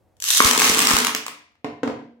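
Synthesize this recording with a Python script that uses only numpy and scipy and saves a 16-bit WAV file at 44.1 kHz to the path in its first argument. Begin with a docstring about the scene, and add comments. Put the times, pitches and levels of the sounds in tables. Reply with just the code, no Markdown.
"""Glass pebbles poured onto a table

Glass pebbles slide in a tilted glass bowl, pour onto a hard table top and clatter to rest, close to
a phone. Each contact is a sharp click; landings also ring the table. Three low bumps reach the left
microphone. Then the empty bowl is set down with a few dull knocks, in a small bare room."""
import sys
import numpy as np
from scipy import signal
from scipy.fft import rfft, irfft
from scipy.io import wavfile

SR = 44100
rng = np.random.default_rng(int(sys.argv[2]) if len(sys.argv) > 2 else 0)


def transcribe(signal):
    """Save signal, clipped to [-1, 1], as a 16-bit WAV file at the path in sys.argv[1]."""
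    frames = np.atleast_2d(signal).T
    limited = np.clip(frames, -1, 1)
    pcm = np.round(limited * 32767).astype(np.int16)
    wavfile.write(sys.argv[1], SR, pcm)


N = 97020
T = np.arange(N) / SR


def amp(db):
    return 10 ** (np.asarray(db) / 20)


def fade(t, t60):
    """Exponential decay, 60 dB down after t60 seconds."""
    return np.exp(-np.log(1000) * t / t60)


def on_log(hz, points):
    """Reads (Hz, value) points on a log-frequency axis."""
    f, v = np.array(points, float).T
    return np.interp(np.log(np.maximum(hz, 1)), np.log(f), v)


def through(x, response):
    """Passes both channels through an impulse response."""
    return signal.fftconvolve(np.atleast_2d(x), np.atleast_2d(response), axes=1)[:, :N]


def eq(x, points, size=4096):
    """Minimum-phase EQ through (Hz, dB) points: no pre-ring ahead of an attack."""
    gain = amp(on_log(np.fft.rfftfreq(size, 1 / SR), points))
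    cepstrum = irfft(np.log(gain))
    cepstrum[1:size // 2] *= 2
    cepstrum[size // 2 + 1:] = 0
    return through(x, irfft(np.exp(rfft(cepstrum))))


def ring(x, modes, size=32768):
    """Resonator bank of (Hz, dB, t60) modes; neighbours swing in opposite directions."""
    t = T[:size]
    response = sum((-1) ** k * amp(db) * np.sin(2 * np.pi * hz * t) * fade(t, t60)
                   for k, (hz, db, t60) in enumerate(modes))
    return through(x, response)


def contacts(times, dbs, alike, spike, width=1, decay_s=0.0022, size=2048):
    """A spike and a dying noise burst per contact, panned at random; alike is the L/R correlation."""
    lag_s, pan_db = 0.00016, 2  # per channel, fully to one side
    out, t = np.zeros((2, N + 2 * size)), T[:size]
    for at, db, z in zip(times, dbs, rng.standard_normal((len(times), 4, size))):
        noise = np.sqrt(alike) * z[2] + np.sqrt(1 - alike) * z[:2]
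        burst = noise * np.exp(-t / decay_s) * np.sqrt(2 / (decay_s * SR))
        burst[:, 0] += spike
        pan = width * np.tanh(z[3, 0])
        for ch, side in enumerate((1, -1)):
            i = int(np.clip((at - side * pan * lag_s) * SR, 0, N))
            out[ch, i:i + size] += burst[ch] * amp(db + side * pan * pan_db) / np.hypot(1, spike)
    return out[:, :N]


def shower(curve, count, spread_db=2):
    """Times and levels of light contacts, scattered at random along a level curve."""
    t, db = np.array(curve).T
    when = t[0] + (t[-1] - t[0]) * (np.arange(count) + rng.random(count)) / count
    return when, np.interp(when, t, db) + spread_db * rng.standard_normal(count)


# Bass-heavy EQ of the background rumble: f/Hz, gain/dB
RUMBLE_EQ = [(25, -22.5), (50, -7.5), (85, 4.5), (160, -9.5), (350, -10.5), (750, -11), (1100, -22),
             (3000, -34.5), (15000, -41)]
# Its fader ride: t/s, level/dB
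RUMBLE_RIDE = [(.1, -61.5), (1.4, -74)]
def low_rumble():
    """Faint low rumble, louder at first like handling noise, sinking to quiet room tone."""
    noise = rng.standard_normal((3, N))
    rumble = eq(noise[2] + 0.66 * noise[:2], RUMBLE_EQ)
    return rumble / rumble.std() * amp(np.interp(T, *np.array(RUMBLE_RIDE).T))


# Reverb time of the small bare room: f/Hz, t60/s
ROOM_T60 = [(100, 0.57), (280, 0.4754), (430, 0.5163), (750, 0.42), (1200, 0.43), (3000, 0.55),
            (7000, 0.3243), (14000, 0.26)]
def room_tail(predelay_s=0.0074, build_s=0.0026, narrow_below_hz=990, size=32768):
    """Diffuse echo of the room: the treble dies first, the bass is alike in both ears."""
    t, hz = T[:size], np.fft.rfftfreq(size, 1 / SR)
    centres = np.geomspace(60, 16000, 9)
    mid, side = rfft(rng.standard_normal((2, size)))
    alike = 1 / (1 + (hz / narrow_below_hz) ** 2)
    stereo = mid * np.sqrt(1 + alike) + np.array([[1], [-1]]) * side * np.sqrt(1 - alike)
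    tail = 0
    for centre, weights in zip(centres, np.eye(len(centres))):
        band = irfft(stereo * on_log(hz, list(zip(centres, weights))))
        tail += band * fade(t, on_log(centre, ROOM_T60))
    tail *= np.clip((t - predelay_s) / build_s, 0, 1)
    return tail / np.sqrt(np.sum(tail ** 2) / 2)


# Low bumps at the left microphone: t/s, envelope peak/dB
BUMPS = [(0.449, -11.5), (0.696, -21.5), (0.935, -14)]
def mic_bumps(hz=68, rise_s=0.0023, right_db=-23):
    """Soft low jolts of about a cycle, mostly on the left."""
    out = 0
    for at, db in BUMPS:
        age = np.maximum(T - at, 0)
        envelope = age / rise_s * np.exp(1 - age / rise_s)
        out += amp(db) * envelope * np.sin(2 * np.pi * hz * age)
    return out * amp([[0], [right_db]])


# Resonances of the table top: f/Hz, relative level/dB, t60/s
TABLE_MODES = [(113, -21, 0.24), (188, -15.5, 0.11), (235.56, 1, 1.0), (244.6, -3.5, .45),
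               (297.7, -0.5, .55), (419, -4, 0.43), (443, -5.5, 0.5), (484, -12, .3), (477, -19, .35),
               (547, -12.5, .3), (633, -6, .3), (702, -6.5, 0.68), (742, -6.5, .35), (990, -16.5, .3),
               (1025, -13.5, .3), (2024, -24.5, .25)]
def table_ring(blows, from_hz=0, below_hz=np.inf):
    """The struck table rings on in those of its modes that lie in the given range."""
    return ring(blows, [mode for mode in TABLE_MODES if from_hz <= mode[0] < below_hz])


# Bowl knocks, relative layer levels: t/s, thud/dB, edge/dB, ring/dB, boom/dB
KNOCKS = [(1.645, -4.5, -3.5, 1, -10.5), (1.8324, 1, 0, -5.5, 5.5), (1.8754, -1, -2, -5.5, -2.5),
          (1.898, -7.5, -15.5, -11, -0.5), (1.99, -22, -26, -25, -31)]
# EQs of the dull thud and its hard edge: f/Hz, gain/dB
THUD_EQ = [(15, -78), (30, -55), (60, -21), (110, -5), (200, -6.5), (280, 10.5), (370, -4.5), (450, 7.5),
           (560, -3), (800, -5), (1000, 0.5), (1250, -22.5), (2300, -26), (5000, -69), (15000, -69)]
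EDGE_EQ = [(30, -40.5), (200, -5), (900, 5), (2300, -4.5), (4000, -14), (7000, -20), (10000, -32),
           (16000, -40)]
def bowl_set_down(crossover_hz=270):
    """The bowl touches, lands and rocks: the first touch rings the table freely, heavy blows boom."""
    at, thud_db, edge_db, ring_db, boom_db = np.array(KNOCKS).T
    thud = contacts(at, thud_db, alike=0.85, spike=1.2, width=0.24, decay_s=0.005)
    edge = contacts(at, edge_db, alike=0.28, spike=0.29, width=0.266, decay_s=0.007)
    ring_push, boom_push = (contacts(at, db, alike=1, spike=7.5, width=0.14, decay_s=0.005)
                            for db in (ring_db, boom_db))
    knocks = amp(19) * eq(thud, THUD_EQ) + amp(8) * eq(edge, EDGE_EQ)
    rings = table_ring(ring_push, from_hz=crossover_hz) + table_ring(boom_push, below_hz=crossover_hz)
    return knocks, amp(-32.5) * rings


# Bright pings on top of the clatter: t/s, f/Hz, level/dB, t60/s
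PINGS = [(.284, 11750, -25.5, 0.076), (.309, 11400, -25.5, 0.075), (.374, 9100, -15, 0.075),
         (.4033, 11600, -25.5, 0.14), (.444, 6050, -20.5, 0.035), (.621, 6150, -14, 0.047),
         (.644, 6100, -14.5, 0.03), (.697, 5930, -9.5, 0.019)]
def glass_pings():
    """A few hits ring on briefly as bright glassy pings."""
    out = np.zeros((2, N))
    for (at, hz, db, t60), phase in zip(PINGS, np.pi * rng.random((len(PINGS), 2, 1))):
        age = np.maximum(T - at, 0)
        out += amp(db) * (T >= at) * np.sin(2 * np.pi * hz * age + phase) * fade(age, t60)
    return out


def pebble_tinks(times, dbs, low_hz=3287, high_hz=10930, decay_s=0.002, gain_db=-30, size=1024):
    """Each collision has its own glassy note, a few milliseconds long, at a random pitch."""
    out, t = np.zeros((2, N + size)), T[:size]
    for at, db, draw in zip(times, dbs, rng.random((len(times), 3))):
        hz = low_hz * (high_hz / low_hz) ** draw[0]
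        note = np.sin(2 * np.pi * (hz * t + draw[1:, None]))
        i = int(np.clip(at * SR, 0, N))
        out[:, i:i + size] += amp(db + gain_db) * note * np.exp(-t / decay_s)
    return out[:, :N]


# Accent clinks in the bowl, then the swell of light contacts under them: t/s, relative level/dB
CLINKS = [(0.168, -44.5), (0.2019, -18), (.223, -7.5), (0.233, -16), (0.2404, -4.5), (.2505, -10),
          (0.264, -12), (0.279, -6), (0.285, -4.5), (0.289, -3), (0.3043, 4.5), (0.31, -4.5), (.334, -3.5),
          (.348, -3), (.366, -4.5), (0.372, -0.5), (0.3779, 0.5), (.380, 0.5), (.393, -2.5), (0.4226, 1.5),
          (.435, -4), (0.447, 5.5)]
SLIDE_SWELL = [(.21, -37), (.26, -15.5), (.30, -9.5), (.375, -7.5), (.42, -20), (.48, -11), (.56, -24.5),
               (.65, -8.5), (.76, -20)]
# Bright glass-on-glass EQ: f/Hz, gain/dB
CLINK_EQ = [(30, -59.5), (400, -27), (1000, -12.5), (1800, -5.5), (2300, -10.5), (2900, -0.5), (4700, -4.5),
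            (6300, 0), (9000, -6), (13000, -9), (16000, -18.5)]
# Resonances of the glass bowl: f/Hz, relative level/dB, t60/s
BOWL_MODES = [(2837, -9, .07), (3618, -7, .08), (5790, -5, .08), (6050, -5, .08), (6288, -5, .08),
              (6665, -5, .09), (7935, -9, .05), (9300, -7, .05), (11605, -11, .16), (11760, -5, .08),
              (12820, -9, .05), (15150, -11, .08)]
def pebbles_in_bowl():
    """Pebbles slide and collide, and the bowl rings faintly."""
    at, db = np.hstack([np.array(CLINKS).T, shower(SLIDE_SWELL, count=280)])
    hits = contacts(at, db, alike=0.23, spike=0.15, size=512)
    bowl = amp(-39.5) * ring(hits, BOWL_MODES)
    return amp(12.5) * (eq(hits, CLINK_EQ) + bowl + pebble_tinks(at, db))


# Accent hits on the table and other pebbles, relative layer levels: t/s, click/dB, clack/dB, thump/dB
LANDINGS = [(.4033, -15, 12.5, 10.5), (.460, 2.5, -3.5, -2), (.469, -2.5, 2.5, -3.5),
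            (0.4887, -1.5, 0, -2.5), (0.5112, 5, -0.5, -5), (.533, 0, -0.5, -10), (0.55, -2.5, 1, -8),
            (.561, -13.5, 0.5, -6), (.577, 2.5, -0.5, 7), (.595, 1.5, -2.5, -2), (.600, 3.5, -4, -2.5),
            (.610, -6, -1.5, -6), (0.6186, 2, 7, 8.5), (.644, 1, -1, -6.5), (.652, 2, -10, -7.5),
            (0.662, -6.5, -2.5, 4.5), (0.677, -4.5, -1, -2), (.697, 3, -7, 8.5), (0.741, -3, -10.5, -2),
            (0.747, -1, -7, -7), (0.772, -2.5, -5, 0.5), (0.7839, 0.5, -4, -9), (0.791, 5.5, -6, -9),
            (0.803, -2.5, -5.5, -3), (0.819, -1.5, -3, 1), (0.851, 1, -11, -9.5), (.871, 5, 2, 0),
            (0.89, -1.5, -1.5, -6), (.899, 0, -3, -8), (.908, 0, -7, -2.5), (.913, -8, 4.5, 1),
            (.934, 0, -4.5, 7.5), (.952, -6, -3.5, -1.5), (.967, 3.5, 5, -14.5), (.987, 0, -2, -1.5),
            (1.003, -4.5, -6, -3), (1.0481, 1.5, -3, -5), (1.0691, -0.5, -2.5, -3.5), (1.081, -14, -5, -7),
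            (1.094, -35, -4, -7), (1.149, 0.5, -3, 1), (1.1626, -12, -10.5, -16), (1.265, -11, -8, -15),
            (1.2815, -14, -12, -18), (1.296, -40, -27, -18), (1.52, -55.5, -43, -45),
            (1.554, -58, -41, -48)]
# Swell of the light bounces between them: t/s, relative level/dB
BOUNCE_SWELL = [(.43, -11.5), (.47, -2), (.52, -16), (.57, -12), (.63, -6.5), (.68, -4.5), (.75, -9),
                (.82, -5), (.89, -6), (.98, -8.5), (1.04, -12), (1.12, -25)]
# EQs of a landing's top (click), mids (clack) and body (thump): f/Hz, gain/dB
CLICK_EQ = [(200, -33.5), (1200, -11.5), (2500, 0.5), (4000, -3.5), (6200, -1), (8500, -2.5), (10500, -8.5),
            (16000, -10)]
CLACK_EQ = [(30, -54.5), (250, -26), (450, -7), (650, -10), (850, -3.5), (1100, 2), (1500, -3.5),
            (1850, -3), (2400, -5), (4000, -14), (12000, -48.5)]
THUMP_EQ = [(15, -61), (60, -19), (120, -16), (190, -5.5), (265, 0), (350, -6.5), (440, -3), (650, -18),
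            (1200, -23), (4000, -43.5), (12000, -71)]
def pebbles_on_table():
    """Pebbles land and bounce: a glassy click, the clack of the surface, a thump that rings the top."""
    accents = np.array(LANDINGS).T
    light_at, light_db = shower(BOUNCE_SWELL, count=170)
    bounces = [light_at, light_db, light_db - 0.5, light_db + 1.5]
    at, click_db, clack_db, thump_db = np.hstack([accents, bounces])
    clicks = contacts(at, click_db, alike=0.7, spike=0.08, size=512)
    clacks = contacts(at, clack_db, alike=0.97, spike=0.7, width=0.7, size=768)
    thumps = contacts(at, thump_db, alike=0.93, spike=1.5, width=0.4, size=768)
    glass = amp(10.5) * (eq(clicks, CLICK_EQ) + pebble_tinks(at, click_db))
    surface = amp(15.5) * eq(clacks, CLACK_EQ)
    body = amp(14.5) * eq(thumps, THUMP_EQ) + amp(-48) * table_ring(thumps)
    return glass + surface + body


def scene():
    """Pebbles and knocks with their reverb, over bumps and a faint rumble."""
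    knocks, rings = bowl_set_down()
    clatter = pebbles_in_bowl() + pebbles_on_table() + glass_pings()
    send = amp(-4) * clatter + amp(-2.5) * knocks
    reverb = through(send, room_tail())
    return clatter + knocks + rings + reverb + mic_bumps() + low_rumble()


def record(dry):
    """The phone drops the deepest bass, clips at full scale and cuts the top."""
    low_cut = signal.butter(2, 44, "high", fs=SR, output="sos")
    high_cut = signal.ellip(8, 0.2, 70, 15800, fs=SR, output="sos")
    clipped = np.clip(signal.sosfilt(low_cut, dry), -1, 1)
    return signal.sosfilt(high_cut, clipped)


dry = scene()
out = record(dry)
transcribe(out)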